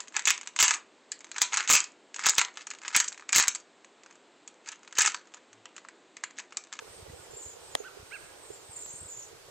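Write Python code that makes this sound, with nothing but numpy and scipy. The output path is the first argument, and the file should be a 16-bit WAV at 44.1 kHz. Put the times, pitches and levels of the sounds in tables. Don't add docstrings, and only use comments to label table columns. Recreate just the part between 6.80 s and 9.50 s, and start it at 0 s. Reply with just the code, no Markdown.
import sys
import numpy as np
from scipy import signal
from scipy.io import wavfile
from scipy.ndimage import uniform_filter1d

SR = 44100
rng = np.random.default_rng(int(sys.argv[2]) if len(sys.argv) > 2 else 0)


def waveform_to_disk(signal):
    frames = np.transpose(np.atleast_2d(signal))
    scaled = np.clip(frames, -1, 1) * 32767
    samples = np.round(scaled).astype(np.int16)
    wavfile.write(sys.argv[1], SR, samples)


def voltage_ratio(decibels):
    exponent = np.asarray(decibels, float) / 20
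    return 10 ** exponent


N = 119070


def read(points, hz):
    f, value = np.transpose(points)
    return np.interp(np.log(hz + 1), np.log(f + 1), value)


def evened(x):
    return x / np.sqrt(np.mean(x ** 2) + 1e-20)


def smooth_twice(x, size):
    return uniform_filter1d(uniform_filter1d(x, size=size), size=size)


def flutter(count):
    return evened(smooth_twice(rng.standard_normal(count), 45))


def add(mix, start_s, sound):
    part = mix[..., round(start_s * SR):][..., :sound.shape[-1]]
    part += sound[..., :part.shape[-1]]


def sides(pan_db):
    return voltage_ratio(np.array([[pan_db / 2], [-pan_db / 2]]))


def phase(pitch_hz):
    return 2 * np.pi * np.cumsum(pitch_hz) / SR


def scatter(x, t60):
    taps = np.zeros((2, 30000))
    at = np.arange(40, 29960, 20) + rng.integers(0, 20, (2, 1496))
    np.put_along_axis(taps, at, rng.choice([-1., 1.], at.shape), 1)
    taps *= voltage_ratio(-60 * np.arange(30000) / SR / t60)
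    return signal.fftconvolve(x, taps / np.linalg.norm(taps[0]), axes=1)[:, :N]


def trill(start_s, length_s, level_db, pitch_hz, sag_hz,
          rate, swing_hz, gap_db, uneven_db, octave_db, pan_db, lead):
    t = np.arange(0, length_s, 1 / SR)
    u = t / length_s
    late, off_pitch, uneven = rng.standard_normal((3, 40))
    notes = t * rate
    notes = notes + .12 * np.interp(notes, np.arange(40), late)
    place, k = notes % 1, np.clip(notes, 0, 39).astype(int)
    arch = np.sin(np.pi * place ** .8) ** 1.7
    slide = (.65 + .7 * u) * (arch - 1)
    rasp_hz = 300 * (0.1 + u) * np.tanh(flutter(len(t))) * swing_hz / 780
    pitch = pitch_hz - sag_hz * u + swing_hz * slide + 80 * off_pitch[k] + rasp_hz
    turn = phase(pitch) + np.array([[lead], [0]])
    gaps = gap_db * (1 - .8 * u) * (arch - 1)
    bend = np.log(.5) / np.log(.45)
    swell = np.sin(np.pi * u ** bend) ** .28
    swell = swell * voltage_ratio(gaps + uneven_db * uneven[k] + 3 * flutter(len(t)))
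    tone = np.sin(turn) + voltage_ratio(octave_db) * np.sin(2 * turn)
    return voltage_ratio(level_db - 0.5) * sides(pan_db) * swell * tone


# start_s, length_s, level_db, pitch_hz, sag_hz
HIGH_CALLS = [(.055, .195, -57, 8500, -150), (.3, .17, -59, 8400, -150), (.55, .165, -57.5, 8350, -150),
              (.8, .125, -56, 8450, 150), (.953, .075, -52.5, 6980, 100), (1.238, .29, -57, 8550, 0),
              (1.555, .2, -57, 8400, -200), (1.825, .21, -54, 8400, -200), (2.082, .015, -61, 9000, 0),
              (2.125, .2, -56.5, 8650, 450), (2.42, .06, -61, 8150, 0)]
# start_s, length_s, level_db, pitch_hz, sag_hz
LOW_CALLS = [
    (.37, .12, -62, 7750, 300),
    (.53, .25, -53, 7300, 150),
    (1.635, .07, -61, 7500, 0),
    (1.7, .125, -56, 7500, 0),
    (1.96, .23, -50, 7250, 300),
    (2.19, .11, -54, 7800, 250),
    (2.285, .17, -50, 7050, 100),
    (2.46, .06, -61, 7700, 300),
]
# notes_per_s, swing_hz, gap_depth_db, unevenness_db, octave_db,
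# left_right_db, left_lead_rad
BUZZ_STYLE = (105, 520, 4, 2.5, -60, -3.5, 1.5)
TRILL_STYLE = (34.5, 780, 9, 2.5, -24, -1.5, 1.25)


def trills():
    out = np.zeros((2, N))
    for calls, style in ((HIGH_CALLS, BUZZ_STYLE), (LOW_CALLS, TRILL_STYLE)):
        for call in calls:
            add(out, call[0], trill(*call, *style))
    return out


def note(length_s, level_db, top_hz):
    u = np.arange(0, 1, 1 / SR / length_s)
    pitch_rasp, level_rasp = flutter(3000)[:len(u)], flutter(3000)[:len(u)]
    climb, dive = np.maximum(1 - u / .5, 0), np.maximum((u - .5) / .5, 0)
    pitch = top_hz - 350 * climb ** 2 - 1150 * dive ** 2 + 80 * pitch_rasp
    turn = phase(pitch) + np.array([[1.25], [0]])
    swell = np.sin(np.pi * u) ** .7 * voltage_ratio(level_db + 1.5 - 6 * dive + 1.5 * level_rasp)
    return sides(-1.5) * swell * (np.sin(turn) + voltage_ratio(-27) * np.sin(2 * turn))


# start_s, length_s, level_db, top_hz
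CLEAR_NOTES = [(0.505, 0.021, -49, 7350), (0.534, 0.032, -50, 7430), (0.56, 0.043, -44, 7550),
               (0.594, .03, -50, 7150), (0.613, 0.048, -45, 7650), (.645, 0.035, -48, 7050),
               (0.67, 0.036, -46, 7400), (.705, .028, -51, 7020), (.73, 0.014, -56, 7300),
               (0.918, 0.024, -51, 7130), (.935, 0.023, -51, 7300), (1.731, 0.032, -50.5, 7500),
               (1.923, 0.029, -46.5, 7500), (1.956, 0.026, -41, 7350), (1.986, 0.019, -41, 7600),
               (2.005, .015, -46, 7600), (2.016, 0.024, -40.5, 7330), (2.043, 0.025, -41, 7670),
               (2.065, .015, -47, 7570), (2.074, 0.022, -47, 7280), (2.099, .022, -40.5, 7570),
               (2.128, 0.024, -50, 6900), (2.15, 0.02, -43.5, 7480), (2.181, 0.012, -48, 7300),
               (2.197, 0.024, -48, 7600), (2.243, 0.022, -49, 7650), (2.28, 0.018, -45, 7550),
               (2.295, 0.034, -43.5, 7200), (2.318, 0.033, -44, 7350), (2.363, 0.021, -44, 7170),
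               (2.385, .026, -42, 7250), (2.413, 0.037, -46, 7000), (2.455, 0.04, -55, 7020),
               (2.126, 0.017, -45.5, 8530), (2.153, 0.022, -43, 8340), (2.177, .02, -47, 8600),
               (2.204, 0.0183, -43, 8260), (2.228, 0.013, -43, 8300), (2.252, 0.0256, -48, 8100),
               (2.3, .02, -51, 8100), (2.393, .016, -55, 8100), (2.447, 0.012, -59, 8100),
               (1.909, .02, -49, 8600), (1.959, 0.016, -45, 8500), (2.007, .018, -46.5, 8440)]


def clear_notes():
    out = np.zeros((2, N))
    for start_s, *row in CLEAR_NOTES:
        add(out, start_s, note(*row))
    return out


def waxwings():
    blurred, near = trills(), clear_notes()
    to_leaves = blurred + near / voltage_ratio(3)
    leaves = voltage_ratio(1) * scatter(to_leaves, .11)
    far_trees = voltage_ratio(-11) * scatter(to_leaves, .35)
    return blurred + near + leaves + far_trees


def chirp_phase(start_s, length_s, top_hz, droop, place, shape):
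    u = np.arange(0, 1, 1 / SR / length_s)
    return phase(top_hz * (1 - droop * abs((u - place) / .5) ** shape))


# start_s, length_s, top_hz, droop_share, top_place_0_to_1
LOWER_VOICE = [
    (1.029, .071, 1550, .42, .5),
    (1.306, .071, 1665, .33, .5),
]
UPPER_VOICE = [
    (1.031, .069, 1950, .3, .5),
    (1.306, .071, 2770, .37, .53),
]
# lower_db, upper_db, lower_octave_db, sum_tone_db, left_right_db
CHIRP_PARTS = [(-48, -64, -54, -80, -6), (-47, -46, -54, -64, -9)]
LATE_OCTAVE = [-1, -14]


def chirps():
    out = np.zeros((2, N))
    for lower, upper, parts, late_db in zip(LOWER_VOICE, UPPER_VOICE, CHIRP_PARTS, LATE_OCTAVE):
        lower_db, upper_db, octave_db, sum_db, pan_db = parts
        a, b = chirp_phase(*lower, 1.9), chirp_phase(*upper, 1.45)
        n = min(len(a), len(b))
        a, b, u = a[:n], b[:n], np.arange(n) / n
        tone = voltage_ratio(lower_db) * np.sin(a) + voltage_ratio(upper_db) * np.sin(b) + voltage_ratio(sum_db) * np.sin(a + b)
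        octave = voltage_ratio(octave_db + late_db * (u > .5)) * np.sin(2 * a)
        tone = tone + octave * abs(np.cos(np.pi * u))
        add(out, lower[0], 1.4 * sides(pan_db) * tone * np.sin(np.pi * u) ** .8)
    yard = voltage_ratio(-2) * scatter(uniform_filter1d(out, size=12), 1.1)
    wall = voltage_ratio(-11) * scatter(out, .1)
    return out + yard + wall


# start_s, length_s, level_db, pitch_hz
PEEPS = [
    (.005, .025, -61, 1550),
    (.115, .028, -62, 1910),
    (.285, .028, -59, 1970),
    (.375, .055, -62, 1460),
    (.435, .035, -62, 1990),
    (.495, .03, -62, 1490),
    (1.39, .075, -60, 1640),
    (1.475, .035, -56, 1660),
    (1.36, .032, -56, 1620),
]


def peeps():
    out = np.zeros((2, N))
    for start_s, length_s, level_db, pitch_hz in PEEPS:
        t = np.arange(0, length_s, 1 / SR)
        tone = np.sin(np.pi * t / length_s) * np.sin(2 * np.pi * pitch_hz * t)
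        add(out, start_s, voltage_ratio(level_db) * sides(-5) * tone)
    return out


def unbassed(x):
    return signal.sosfilt(signal.butter(4, 230, "high", fs=SR, output="sos"), x)


# pitch_hz, left_db, right_db, t60_s (time to fade 60 dB)
CASING_RINGS = [(490, -29.5, -19, 0.016), (615, -22, -15, 0.013), (810, -9.5, -9.5, 0.011),
                (1230, -15.5, -36, 0.011), (1900, -10, -18, 0.0082), (3330, -15, -42, 0.0087),
                (4070, -19.5, -14.5, 0.0044), (4860, -38, -20, 0.0072), (6100, -24, -22.5, 0.0053),
                (7900, -17, -46, 0.012), (8600, -20, -29, 0.0085), (9500, -22.5, -24.5, 0.0032),
                (12800, -26.5, -46, 0.0037)]
# delay_s, level_db
TICKS_OF_SNAP = [
    (0, -9),
    (.0002, 0),
    (.00051, -7),
]


def snap():
    out, ring, t = np.zeros((2, N)), 0, np.arange(2000) / SR
    for pitch_hz, left_db, right_db, t60 in CASING_RINGS:
        fade = voltage_ratio(np.array([[left_db], [right_db]]) - 60 * t / t60)
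        lag = np.array([[0], [np.pi if pitch_hz < 1500 else 1.6]])
        onset = 1 - np.exp(-(t * pitch_hz ** 1.5 / 17) ** 2)
        ring = ring + fade * np.sin(2 * np.pi * pitch_hz * t - lag) * onset
    for delay_s, level_db in TICKS_OF_SNAP:
        add(out, .9516 + delay_s, voltage_ratio(level_db) * ring)
    out = signal.oaconvolve(out, signal.firwin(127, 16500, fs=SR)[None], "same")
    return unbassed(out + voltage_ratio(-23) * scatter(smooth_twice(out, 3), .1))


def knock(pitch_hz):
    t = np.arange(3000) / SR
    ring = np.sin(2 * np.pi * pitch_hz * t) + 0.25 * np.sin(2 * np.pi * 1.56 * pitch_hz * t)
    return voltage_ratio(-60 * t / 0.031) * (1 - np.exp(-t / 0.0058)) * ring


# start_s, peak_db, pitch_hz
FINGER_KNOCKS = [(0.264, -36, 424), (0.333, -32.5, 460), (0.532, -32.5, 433), (0.566, -31.5, 416),
                 (0.609, -35, 430), (0.668, -37, 470), (0.766, -33, 482), (0.831, -38.5, 464),
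                 (1.001, -23, 431), (1.011, -35, 428), (1.169, -31, 423), (1.7, -56, 350),
                 (1.701, -25.5, 412), (2.526, -38, 396)]
# time_s, level_db
PATTER_LEVEL = [(0, -46), (.5, -51.5), (.9, -62), (1.5, -59), (2.7, -72)]


def knocks():
    body = np.zeros(N)
    for start_s, peak_db, pitch_hz in FINGER_KNOCKS:
        add(body, start_s, voltage_ratio(peak_db + 3.5) * knock(pitch_hz))
    level = voltage_ratio(np.interp(np.arange(N) / SR, *np.transpose(PATTER_LEVEL)))
    for pitch_hz in (375, 410, 457, 570):
        struck = rng.random(N) < 70 / 4 / SR
        taps = struck * rng.standard_normal(N) * level * 4
        body = body + signal.oaconvolve(taps, knock(pitch_hz))[:N]
    return unbassed(body) * np.array([[-voltage_ratio(-6.5)], [1.6]])


# start_s, peak_db, pitch_hz
HAND_THUMPS = [(0.096, -53.5, 97), (0.154, -57, 90), (0.214, -47, 78), (.272, -49, 85), (0.29, -42.5, 111),
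               (0.321, -46, 73), (0.389, -52, 90), (0.481, -60, 84.5), (0.531, -62, 69.4), (0.651, -48, 77),
               (0.815, -62, 71.6), (0.935, -49.5, 84), (1.184, -49.5, 74), (1.218, -48, 93),
               (1.693, -55.5, 87.5), (1.884, -50, 95), (2.131, -50.5, 125), (2.205, -46.5, 84),
               (2.222, -49.5, 121), (2.242, -49, 83.5), (2.33, -61, 81), (2.678, -56.5, 122)]


def thumps():
    low, cycles = np.zeros(N), 2.5
    for start_s, peak_db, pitch_hz in HAND_THUMPS:
        u = np.arange(0, 1, pitch_hz / cycles / SR)
        upper = .3 * np.sin(4.1 * np.pi * cycles * u ** 1.12)
        swing = np.sin(2 * np.pi * cycles * u) + upper
        add(low, start_s, -voltage_ratio(peak_db) * np.sin(np.pi * u) ** 2 * swing)
    return low * sides(0)


# start_s, level_db, dullness_samples
TWIG_TICKS = [
    (.279, -56, 2),
    (1.039, -53, 2),
    (1.44, -58, 2),
    (2.062, -40, 5),
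]


def twigs():
    out, t = np.zeros((2, N)), np.arange(300) / SR
    for start_s, level_db, dull in TWIG_TICKS:
        puff = uniform_filter1d(rng.standard_normal((2, 300)), size=dull)
        add(out, start_s, voltage_ratio(level_db + 6 - 60 * t / .012) * puff)
    return out


# pitch_hz, likeness_0_to_1
LIKENESS = [(100, 0.55), (300, 0.044), (1000, 0.6), (2500, 0.061), (8000, 0.26), (15000, 0.1)]
# pitch_hz, left_right_db
LEFT_LEAN = [(60, 11), (180, 1), (550, -5), (1650, -3.5), (4970, -2.5), (15000, 2)]
# pitch_hz, lead_rad
LEFT_LEAD = [(0, -0.5), (1000, 0), (2100, 2), (8000, 1.5), (12000, 4.5), (16000, -1)]


def air(spectrum, level_db, patchy_db, flicker_db):
    frames, hz = N // 256 + 5, np.fft.rfftfreq(1024, 1 / SR)
    a, b, c, d, chance = rng.standard_normal((5, 513, frames))
    flicker = evened(uniform_filter1d(chance[0], size=4))
    patches = uniform_filter1d(chance, size=10, axis=0)
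    patches = evened(uniform_filter1d(patches, size=10, axis=1))
    same = np.clip(read(LIKENESS, hz), -1, 1)[:, None]
    left = a + 1j * b
    right = same * left + np.sqrt(1 - same ** 2) * (c + 1j * d)
    z = np.array([left, right * np.exp(-1j * read(LEFT_LEAD, hz))[:, None]])
    z *= voltage_ratio(read(spectrum, hz)[:, None] + patchy_db * patches + flicker_db * flicker)
    z *= voltage_ratio(np.array([.5, -.5])[:, None, None] * read(LEFT_LEAN, hz)[:, None])
    return voltage_ratio(level_db) * evened(signal.istft(z, nperseg=1024, noverlap=768)[1][:, :N])


# pitch_hz, level_db (per Hz)
HAZE_TONE = [(220, -19), (412, 0), (600, -6.5), (2030, -13.5), (8900, -16), (10000, -23), (14800, -26.5),
             (15900, -59)]
# pitch_hz, level_db (per Hz)
RUMBLE_TONE = [(12, -34), (20, -6.5), (97, 10), (131, 11), (205, -5.5), (260, -33.5), (340, -61),
               (570, -120)]
# time_s, level_db
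HAZE_SWELL = [(0, 1), (.4, 1), (1, 1), (1.601, 0.5), (2.7, 0.2)]


def haze():
    swell = voltage_ratio(np.interp(np.arange(N) / SR, *np.transpose(HAZE_SWELL)))
    return swell * air(HAZE_TONE, -52.5, .8, .5) + air(RUMBLE_TONE, -68, 2, 2)


def scene():
    steady = waxwings() + peeps() + twigs() + haze()
    steady = signal.oaconvolve(steady, signal.firwin(255, 15750, fs=SR)[None], "same")
    return steady + chirps() + snap() + knocks() + thumps()


def band_limit(x):
    return signal.sosfilt(signal.butter(12, 16660, fs=SR, output="sos"), x)


def record(dry):
    return band_limit(dry)


dry = scene()
out = record(dry)
waveform_to_disk(out)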